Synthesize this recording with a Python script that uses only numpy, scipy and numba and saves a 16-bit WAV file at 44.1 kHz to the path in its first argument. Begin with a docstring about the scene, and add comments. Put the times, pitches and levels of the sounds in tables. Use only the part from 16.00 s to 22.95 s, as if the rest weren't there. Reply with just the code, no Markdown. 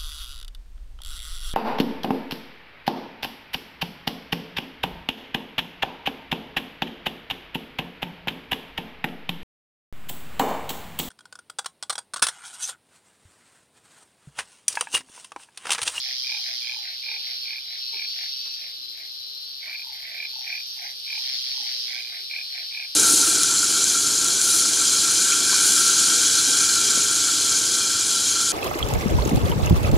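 """Frog chorus at a reedy lagoon

Dusk: a near frog repeats short rattling croaks, and a hoarser one rasps, mostly between them; both are runs of
brief tone pulses. Around them small frogs buzz in overlapping trills: click trains ringing vocal sac resonances.
Other frogs cluck, whine, squeak and grunt as pulses or sliding tones; far moans and small knocks are shaped noise.
A katydid and a cricket chirr as gated noise. Two closely spaced microphones hear it over faint low air noise."""
import sys
import numpy as np
from scipy import signal
from scipy.fft import rfft, irfft, next_fast_len
from scipy.io import wavfile
from scipy.ndimage import map_coordinates
from numba import njit

SR = 44100
rng = np.random.default_rng(int(sys.argv[2]) if len(sys.argv) > 2 else 0)


def generate_wav(signal):
    """Clip the signal to [-1, 1] and save it as 16-bit WAV at the path in sys.argv[1]."""
    frames = np.transpose(np.atleast_2d(signal))
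    scaled = np.clip(frames, -1, 1) * 32767
    pcm = np.round(scaled).astype(np.int16)
    wavfile.write(sys.argv[1], SR, pcm)


N = 306495
T = np.arange(N) / SR  # s


def undb(db):
    """Decibels to gain."""
    return 10 ** (np.asarray(db) / 20)


def unit(x):
    """Scale to rms 1."""
    return x / np.sqrt(np.mean(x ** 2) + 1e-20)


def colour(x, points):
    """Filter by a spectrum of (Hz, dB) points, joined by straight lines over log frequency."""
    hz, db = np.transpose(points)
    size = next_fast_len(N + 4096)
    f = np.maximum(np.arange(size // 2 + 1) * SR / size, 1)
    gain = undb(np.interp(np.log(f), np.log(hz), db))
    return irfft(rfft(x, size) * gain, size)[..., :N]


def walk(rate):
    """Random drift with a spread near 1, heading for a new value rate times a second."""
    knots = rng.standard_normal(2048)
    return np.interp(T * rate, np.arange(len(knots)), knots)


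def swell(start, end, edge):
    """A window that opens and closes smoothly over edge seconds."""
    return np.sin(np.pi / 2 * np.clip(np.minimum(T - start, end - T) / edge, 0, 1))


def beat(rate, decay):
    """A gate that snaps open once a cycle and dies away over a share of the cycle."""
    phase = np.cumsum(rate * np.ones(N)) / SR + rng.random()
    return np.exp(-(phase % 1) / decay)


def clicks(rate, scatter_db):
    """One click a cycle, each of its own strength, shared between two samples."""
    phase = np.cumsum(rate) / SR + rng.random()
    cycle = np.floor(phase)
    size = np.diff(cycle, prepend=cycle[0]) * undb(scatter_db * rng.standard_normal(N))
    early = size * np.minimum((phase - cycle) * SR / rate, 1)
    return size - early + np.roll(early, -1)


def flutter(x, gap=.001, stray=.1, after_db=-3.5, count=2):
    """Every click is followed at once by weaker flaps of the membrane; their spacing (gap, s) strays."""
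    late = gap * (1 + stray * walk(45))
    flaps = x
    for k in range(1, count + 1):
        flaps = flaps + undb(after_db * k) * map_coordinates(x, [(T - k * late) * SR], order=3)
    return flaps


@njit
def resonate(x, hz, width):
    """Band-pass whose centre may move, gain 1 at the centre."""
    y, b, l = np.empty(len(x)), 0., 0.
    for i in range(len(x)):
        g, k = np.tan(np.pi * hz[i] / SR), width / hz[i]
        v = (b + g * (x[i] + 1e-18 - l)) / (1 + g * (g + k))
        b, l, y[i] = 2 * v - b, l + 2 * g * v, k * v
    return y


def ring(x, hz, width):
    """A resonance that acts twice, so its flanks are steep; rms 1."""
    hz = hz * np.ones(N)
    once = resonate(x, hz, float(width))
    return unit(resonate(once, hz, float(width)))


def add(out, s, hz, db, half):
    """Add one pulse of a vocal sac: a tone under a bell curve whose standard deviation is half seconds."""
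    a, b = np.clip([int((s - 5 * half) * SR), int((s + 5 * half) * SR)], 0, N)
    t = T[a:b] - s
    bell = np.exp(-.5 * (t / half) ** 2)
    out[a:b] += undb(db) * bell * np.cos(2 * np.pi * (hz * t + rng.random()))


def slide(start, length, first_hz, last_hz, waver):
    """Phase in radians of a tone that wavers and slides from one pitch to another."""
    hz = np.interp(T, [start, start + length], [first_hz, last_hz]) * (1 + waver * walk(200))
    return 2 * np.pi * np.cumsum(hz) / SR


def outdoors(x, lag, pan_db, wet_db, t60):
    """The direct sound reaches the right microphone lag samples late; reeds scatter a short tail to both."""
    t = T[:SR // 4]
    tail = rng.standard_normal((2, len(t))) * np.exp(-np.log(1000) * t / t60) * (t > .002)
    tail /= np.sqrt(np.sum(tail ** 2, axis=1, keepdims=True))
    direct = np.array([x, np.roll(x, int(round(lag)))])
    scattered = signal.oaconvolve(np.float32(x[None]), np.float32(tail), axes=1)[:, :N]
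    both = direct + undb(wet_db) * scattered
    pan = undb(np.array([[pan_db], [-pan_db]]) / 2)  # pan_db is left minus right
    return both * pan / np.hypot(1, undb(wet_db))


def air():
    """Faint steady outdoor noise, more alike on the two sides in the bass than in the treble."""
    # relative spectrum of the air: (frequency [Hz], level [dB])
    air_spectrum = [(20, -21), (45, -8), (68, 1), (85, -2.5), (110, -3.5), (140, -9), (250, -8.5),
                    (400, -7.5), (560, -7), (750, -8), (1100, -10), (1500, -14.5), (2000, -18), (6000, -21),
                    (15000, -30)]
    mid, side = rng.standard_normal((2, N))
    width = colour(side, [(30, -3), (70, -5.0), (300, -5.0), (700, 4.0)])
    noise = mid + width * np.array([[1], [-1]])
    return undb(-62.5) * unit(colour(noise, air_spectrum))


def far_chorus(wash_db=-3, count=5):
    """Farther frogs buzz as click trains at their own rates; the farthest merge into a wash of noise."""
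    # overall level of the distant chorus: (time [s], level [dB])
    chorus_level = [(0.0, -33.5), (0.39, -32.5), (0.87, -35.5), (1.31, -32), (1.64, -35.5), (2.2, -32),
                    (3.0, -38.5), (3.62, -37), (4.08, -37), (4.39, -34.5), (4.97, -36.5), (5.21, -31.5),
                    (5.87, -32.5), (5.96, -35.5), (6.7, -34), (6.95, -36.5)]
    # relative spectrum of the distant chorus: (frequency [Hz], level [dB])
    far_sac = [(700, -41.5), (1500, -25), (2000, -28.5), (2400, -22), (3000, -9.5), (3350, -5),
               (3700, -4.5), (4100, 0), (4700, -1), (5350, -2.5), (5900, -14), (6400, -29), (7700, -41),
               (9000, -28.5), (10500, -26.5)]
    pulses = 0
    for _ in range(count):
        rate = (119 + 14 * rng.random()) * (1 + .02 * walk(1.5) + .0035 * walk(90))  # pulses per s
        pulses = pulses + clicks(rate, scatter_db=0.0) * undb(0.49 * walk(1.84))
    buzzers = outdoors(unit(pulses), lag=19, pan_db=-0.5, wet_db=-3.5, t60=0.38)
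    spread = buzzers + undb(wash_db) * rng.standard_normal((2, N))
    return unit(colour(spread, far_sac)) * undb(np.interp(T, *np.transpose(chorus_level)))


def pond_trills(rise=0.11, upper_ratio=1.158, width_hz=560, upper_width_hz=620, throat_hz=2750, throat_width_hz=600):
    """Pulses ring the throat and two resonances of a vocal sac; as it tightens the pitch climbs and the pulses slow."""
    # buzzing frogs across the pond: (start [s], end [s], first pulse rate [1/s], final pitch [Hz],
    # level of the main resonance [dB], upper resonance relative to the main one [dB],
    # throat relative to the main one [dB], left minus right [dB])
    trill_calls = [(-.45, 0.697, 134, 4660, -36, -1.5, -31, 2.5),
                   (.68, 1.67, 129, 4444, -36.5, -3.5, -14.5, 0),
                   (1.6, 2.674, 138, 4500, -37, -3.5, -32, 3.5),
                   (1.65, 2.748, 127, 4640, -37.5, -3, -12, 1),
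                   (2.55, 3.404, 123, 4260, -44, -5.5, -33, 13.5),
                   (3.15, 4.144, 141, 4520, -40.5, -13.5, -42, 9),
                   (4.1, 4.753, 133, 4440, -40.5, -10, -19, 10),
                   (4.25, 5.049, 133, 4870, -39.5, -4, -24, 2.5),
                   (4.95, 5.997, 138, 4550, -34, -1.5, -16, 4.5),
                   (5.98, 7.155, 140, 4450, -39, -4.5, -17.5, 6)]
    # tilt of all their voices, a lift near 5.7 kHz and a cut above: (frequency [Hz], level [dB])
    trill_top = [(5300, -1.5), (5700, 3.5), (6300, -6.5)]
    slowing, edge = .08, 0.26  # share of the pulse rate lost by the end; rise and fall [s]
    out = 0
    for start, end, rate, top_hz, db, upper_db, throat_db, pan_db in trill_calls:
        done = np.clip((T - start) / (end - start), 0, 1)
        pulses = clicks(rate * (1 - slowing * done) * (1 + .001 * walk(70)), scatter_db=1)
        flaps = flutter(pulses)
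        slack = rise * (1 - done) ** 2.6
        main = ring(flaps, top_hz * (1 - slack), width_hz)
        upper = ring(flaps, upper_ratio * top_hz * (1 - slack / 2), upper_width_hz)
        throat = ring(pulses, throat_hz, throat_width_hz)
        voice = undb(db) * (main + undb(upper_db) * upper + undb(throat_db) * throat)
        voice = voice * swell(start, end, edge)
        out = out + outdoors(voice, lag=19, pan_db=pan_db, wet_db=-2.5, t60=0.097)
    return colour(out, trill_top)


def near_trills(first_rate=133, last_rate=118.8):
    """Long bright buzzes: sharp pulses (rates per s) that slow down as the frog runs out of air."""
    # the nearest, brightest buzzer: (start [s], end [s], level [dB])
    near_calls = [(-.25, 0.91, -34.5), (5.038, 6.139, -34.5)]
    # relative spectrum of its vocal sac: (frequency [Hz], level [dB])
    trill_sac = [(600, -42), (1500, -25), (2400, -26.5), (2800, -17), (3150, -4.5), (3400, -3.5),
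                 (3700, -9), (4300, -2.5), (4900, 1.5), (5500, -7), (5900, -10.5), (6300, -12.5),
                 (7000, -22), (7700, -43), (8800, -21), (9600, -26.5), (10500, -50)]
    out = 0
    for start, end, db in near_calls:
        left = np.clip((end - T) / (end - start), 0, 1)  # share of the call still to come
        rate = last_rate + (first_rate - last_rate) * left ** 1.5
        pulses = clicks(rate * (1 + .0008 * walk(60)), scatter_db=1)
        voice = unit(colour(flutter(pulses), trill_sac))
        out = out + undb(db) * voice * swell(start, end, 0.23)
    return outdoors(out, lag=24, pan_db=-5.5, wet_db=-8.5, t60=0.042)


def katydid(stroke_rate=82, left_db=-3.5, right_db=2.5):
    """Very high wing strokes, scraped noise plus ticks at the same rate, surging in rapid chirps."""
    # level before the left and right offsets: (time [s], level [dB])
    katydid_level = [(0.0, -55.5), (3.06, -54), (5.15, -52), (6.87, -54.5), (6.95, -52)]
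    # relative spectrum of the wings: (frequency [Hz], level [dB])
    katydid_wing = [(2500, -32), (6500, -8.5), (8000, -14.5), (9600, -10), (10800, -7.5), (11700, -3),
                    (12150, 2), (12380, -3), (12500, 2), (12800, 2), (13350, 1), (13550, -12), (14100, -9),
                    (14700, -53)]
    cycle = np.cumsum(13.5 * (1 + .03 * walk(6))) / SR % 1  # about 13.5 chirps per s
    chirps = .7 + np.clip(np.minimum(cycle / .04, (.85 - cycle) / .2), 0, 1)
    rate = stroke_rate * (1 + 0.039 * walk(30))
    scrape = unit(rng.standard_normal((2, N)) * (.4 + beat(rate, decay=.5)))
    ticks = undb(-4) * outdoors(unit(clicks(rate, scatter_db=2)), lag=-5, pan_db=0, wet_db=0, t60=.015)
    unsteady = undb(.4 * walk(10) + .8 * walk(5))
    wings = colour((scrape + ticks) * chirps * unsteady, katydid_wing)
    level_db = np.interp(T, *np.transpose(katydid_level))
    return unit(wings) * undb(level_db + np.array([[left_db], [right_db]]))


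def hoarse_frog(rate=41, beats=3, edge_db=13, uneven_db=1.0, jitter=0.001407, rasp_db=12.5):
    """A note swells and fades over a few beats; each beat is a quick rattle of throat pulses at different pitches."""
    # notes: (middle [s], level before the rasp_db gain [dB])
    rasps = [(0.085, -43.5), (.485, -43.5), (0.875, -45.5), (1.29, -47), (1.728, -49.5), (2.21, -45),
             (2.64, -50.5), (3.0, -52), (3.68, -47.5), (3.951, -53), (4.05, -47), (4.14, -45), (4.492, -43),
             (4.84, -44), (5.295, -46), (5.49, -50.5), (5.689, -47), (5.93, -44), (6.145, -45.5),
             (6.575, -44)]
    # pulses in one beat of the throat: (mean pitch [Hz], level relative to the note [dB],
    # half length [s], delay [s], scatter of its pitch [share])
    rasp_throat = [(2210, 0, 0.00097, 0.001114, 0.043), (1760, -8.5, 0.0012, 0.002004, 0.035),
                   (2020, -2.5, 0.00054, .005, 0.084), (2390, -1.5, 0.00078, 0.0042, 0.028),
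                   (2170, -5.5, 0.00096, 0.013, 0.047), (1800, -13.5, .0012, 0.011, .04),
                   (2210, -3.5, 0.0007, 0.017, .04), (2400, -7, 0.00054, 0.023, 0.032),
                   (724, -15.5, 0.003, 0.00232, 0.024)]
    out = np.zeros(N)
    for s, db in rasps:
        for k in range(-beats, beats + 1):  # beats on each side of the middle
            beat_db = db - edge_db * (k / beats) ** 2
            for hz, part_db, half, delay, scatter in rasp_throat:
                late, sharp, loud = rng.standard_normal(3)
                when = s + k / rate + delay + jitter * late
                add(out, when, hz * (1 + scatter * sharp), beat_db + part_db + uneven_db * loud, half)
    return undb(rasp_db) * outdoors(out, lag=19.4, pan_db=-6.0, wet_db=-3, t60=0.17)


def whining_frogs(length=0.19, first_hz=711, last_hz=435, waver=0.0604, uneven_db=1.0):
    """Thin far tones, unsteady in pitch and level, that slide down, quickly at first."""
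    # falling whines: (start [s], level [dB])
    whines = [(.13, -66.5), (1.0, -63.5), (1.8, -71), (2.58, -67), (4.08, -64.5), (4.87, -69),
              (5.70, -61.5), (6.51, -67.5)]
    out = np.zeros(N)
    for s, db in whines:
        on = (T > s) & (T < s + length)
        done = (T[on] - s) / length
        hz = (last_hz + (first_hz - last_hz) * (1 - done) ** 2) * (1 + waver * walk(90)[on])
        shape = np.sin(np.pi * done) ** .5 * undb(uneven_db * walk(60)[on])
        out[on] += undb(db) * shape * np.sin(2 * np.pi * np.cumsum(hz) / SR)
    return outdoors(out, lag=19, pan_db=-9.5, wet_db=-6.0, t60=0.74)


def near_frog(croak_hz=2445, climb=0.0016, fade_db=1.5, stutter_climb=1600, stutter_grow=38):
    """A croak is a run of rattling pulses that swells, climbs a little and fades; a stutter stumbles upwards."""
    # croaks: (strongest pulse [s], pulse rate [1/s], level [dB], pulses before it, pulses after it)
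    croaks = [(0.3235, 39.5, -17.5, 3, 2), (.697, 40, -18, 3, 2), (1.1153, 39.5, -17.5, 3, 2),
              (1.5331, 39.3, -18.7, 3, 2), (2.023, 38, -19, 3, 1), (3.797, 41, -24.5, 0, 1),
              (4.2285, 40.5, -16.5, 3, 1), (4.5292, 39.7, -16, 2, 3), (5.1295, 39.3, -18.5, 2, 2),
              (6.049, 42, -25, 0, 1), (6.364, 40, -16.5, 2, 2), (6.8005, 39.7, -16.5, 3, 2)]
    # partials of a pulse and the weak rattle around it: (share of the sac's pitch, relative level [dB],
    # half length [s], mean lead [s], scatter of its pitch [share])
    croak_partials = [(0.98, -7, 0.0021, 0, 0.0085), (0.683, -26.5, 0.0031, 0, 0.034),
                      (0.92, -17.5, 0.00053, 0.0055, 0.034), (0.331, -29.5, 0.002, 0.0018, 0.061),
                      (0.99, -11, 0.00073, 0.0015, 0.027), (0.96, -13, 0.0011, .0125, 0.034),
                      (0.95, -19, 0.0013, -.0065, 0.033), (0.94, -19.5, 0.0015, -0.011, 0.033)]
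    # quick rising stutters that open a bout: (last pulse [s], level [dB])
    stutters = [(3.757, -21), (6.007, -21.5)]
    # the stumbling rhythm of every stutter: time before its last pulse [s]
    stutter_rhythm = [.126, .114, .077, .059, .04, .026, .007, 0]
    pulses, out = [], np.zeros(N)
    for s, rate, db, before, after in croaks:
        for k in range(-int(round(before)), int(round(after)) + 1):
            pulses.append((s + k / rate, croak_hz * (1 + climb * k), db - fade_db * abs(k) ** 1.61))
    for s, db in stutters:
        for early in stutter_rhythm:  # climbs in Hz per s, grows in dB per s
            pulses.append((s - early, croak_hz - stutter_climb * early, db - stutter_grow * early))
    for s, hz, db in pulses:
        for share, part_db, half, lead, scatter in croak_partials:
            sharp, late = rng.standard_normal(2)
            when = s - lead * (1 + 0.0813 * late)
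            add(out, when, hz * share * (1 + scatter * sharp), db + part_db, half)
    return outdoors(out, lag=19, pan_db=-4, wet_db=-9, t60=.24)


def clucking_frog(rate=39, middle_hz=845, sag_hz_per_s=800, edge_db=8):
    """Five low pulses in quick succession, strongest in the middle and sinking in pitch, with some scatter."""
    # clucks: (middle [s], level [dB])
    clucks = [(.345, -38.5), (.765, -39.5), (1.12, -39), (3.897, -39), (4.389, -38), (4.827, -37.5),
              (5.176, -40.5), (5.604, -39)]
    out = np.zeros(N)
    for s, db in clucks:
        for k in range(-2, 3):
            hz = (middle_hz - sag_hz_per_s * k / rate) * (1 + .035 * rng.standard_normal())
            add(out, s + k / rate, hz, db - edge_db * (k / 2) ** 2, .003)
    return outdoors(out, lag=17, pan_db=1, wet_db=-5, t60=0.3)


def far_moans(width_hz=170, edge=0.29):
    """Low moans from far across the marsh: noise through a narrow resonance, unsteady in level."""
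    # moans: (start [s], end [s], level [dB], centre [Hz])
    moan_calls = [(0.97, 1.547, -70, 430), (2.643, 3.17, -70, 360), (3.157, 3.6, -72.5, 412),
                  (5.595, 6.435, -67, 380)]
    out = np.zeros(N)
    for start, end, db, hz in moan_calls:
        out += undb(db) * swell(start, end, edge) * ring(rng.standard_normal(N), hz, width_hz)
    return out * undb(2 * walk(22))


def knocks(decay=0.019):
    """Small dull knocks among the reeds: bursts of filtered noise that die away over decay seconds."""
    # knocks: (time [s], level [dB], peak of the spectrum [Hz])
    knock_hits = [(1.428, -56, 520), (1.957, -55.5, 527), (2.458, -49, 1160), (3.671, -49, 1210),
                  (5.609, -56.5, 260)]
    out = np.zeros(N)
    for s, db, hz in knock_hits:
        spectrum = [(hz / 10, -12), (hz, 0), (hz * 2, -3), (hz * 8, -40)]
        body = unit(colour(rng.standard_normal(N), spectrum))
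        out += undb(db) * body * (T > s - .002) * np.exp(-abs(T - s) / decay)
    return outdoors(out, lag=2, pan_db=-1, wet_db=-4, t60=0.12)


def grunt(start=1.925, length=0.047, level_db=-55.5, first_hz=480, last_hz=387, waver=.03, octave_db=6):
    """One short falling grunt whose strong octave dies first."""
    phase = slide(start, length, first_hz, last_hz, waver)
    octave = undb(octave_db) * np.sin(2 * phase) * swell(start, start + 0.76 * length, 0.0083)
    voice = (np.sin(phase) + octave) * swell(start, start + length, 0.0092)
    return outdoors(undb(level_db) * voice, lag=5.5, pan_db=5, wet_db=-3, t60=.16)


def squeaks(first_hz=2150, last_hz=1984, waver=0.041, edge=0.01):
    """Brief strained tones near the start of a bout, wavering as they slide down."""
    # squeaks: (start [s], length [s], level [dB])
    squeak_calls = [(3.64, 0.03, -47), (4.038, 0.061, -42), (5.891, 0.04, -43)]
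    out = np.zeros(N)
    for s, length, db in squeak_calls:
        tone = np.sin(slide(s, length, first_hz, last_hz, waver))
        out += undb(db) * tone * swell(s, s + length, edge)
    return outdoors(out, lag=18.7, pan_db=-7, wet_db=2, t60=0.24)


def cricket(stroke_rate=65):
    """A thin, even trill of noise, gated once a wing stroke, that sets in late."""
    # relative spectrum of the wings: (frequency [Hz], level [dB])
    cricket_wing = [(3000, -39), (7800, -12), (8600, -4.5), (8960, 2), (9250, -5), (10000, -13.5)]
    wings = colour(rng.standard_normal((2, N)) * beat(stroke_rate, decay=1.0), cricket_wing)
    return unit(wings) * swell(4.48, 7.8, 0.75) * undb(-56.0)


def scene():
    """All the callers around the lagoon, over the air."""
    buzzers = far_chorus() + pond_trills() + near_trills()
    croakers = hoarse_frog() + whining_frogs() + near_frog() + clucking_frog() + grunt() + squeaks()
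    insects = katydid() + cricket()
    return air() + buzzers + insects + croakers + far_moans() + knocks()


def record(dry, top_hz=14600):
    """The recorder cuts the top with a steep low-pass."""
    return signal.sosfilt(signal.ellip(10, .2, 80, top_hz, fs=SR, output="sos"), dry)


dry = scene()
out = record(dry)
generate_wav(out)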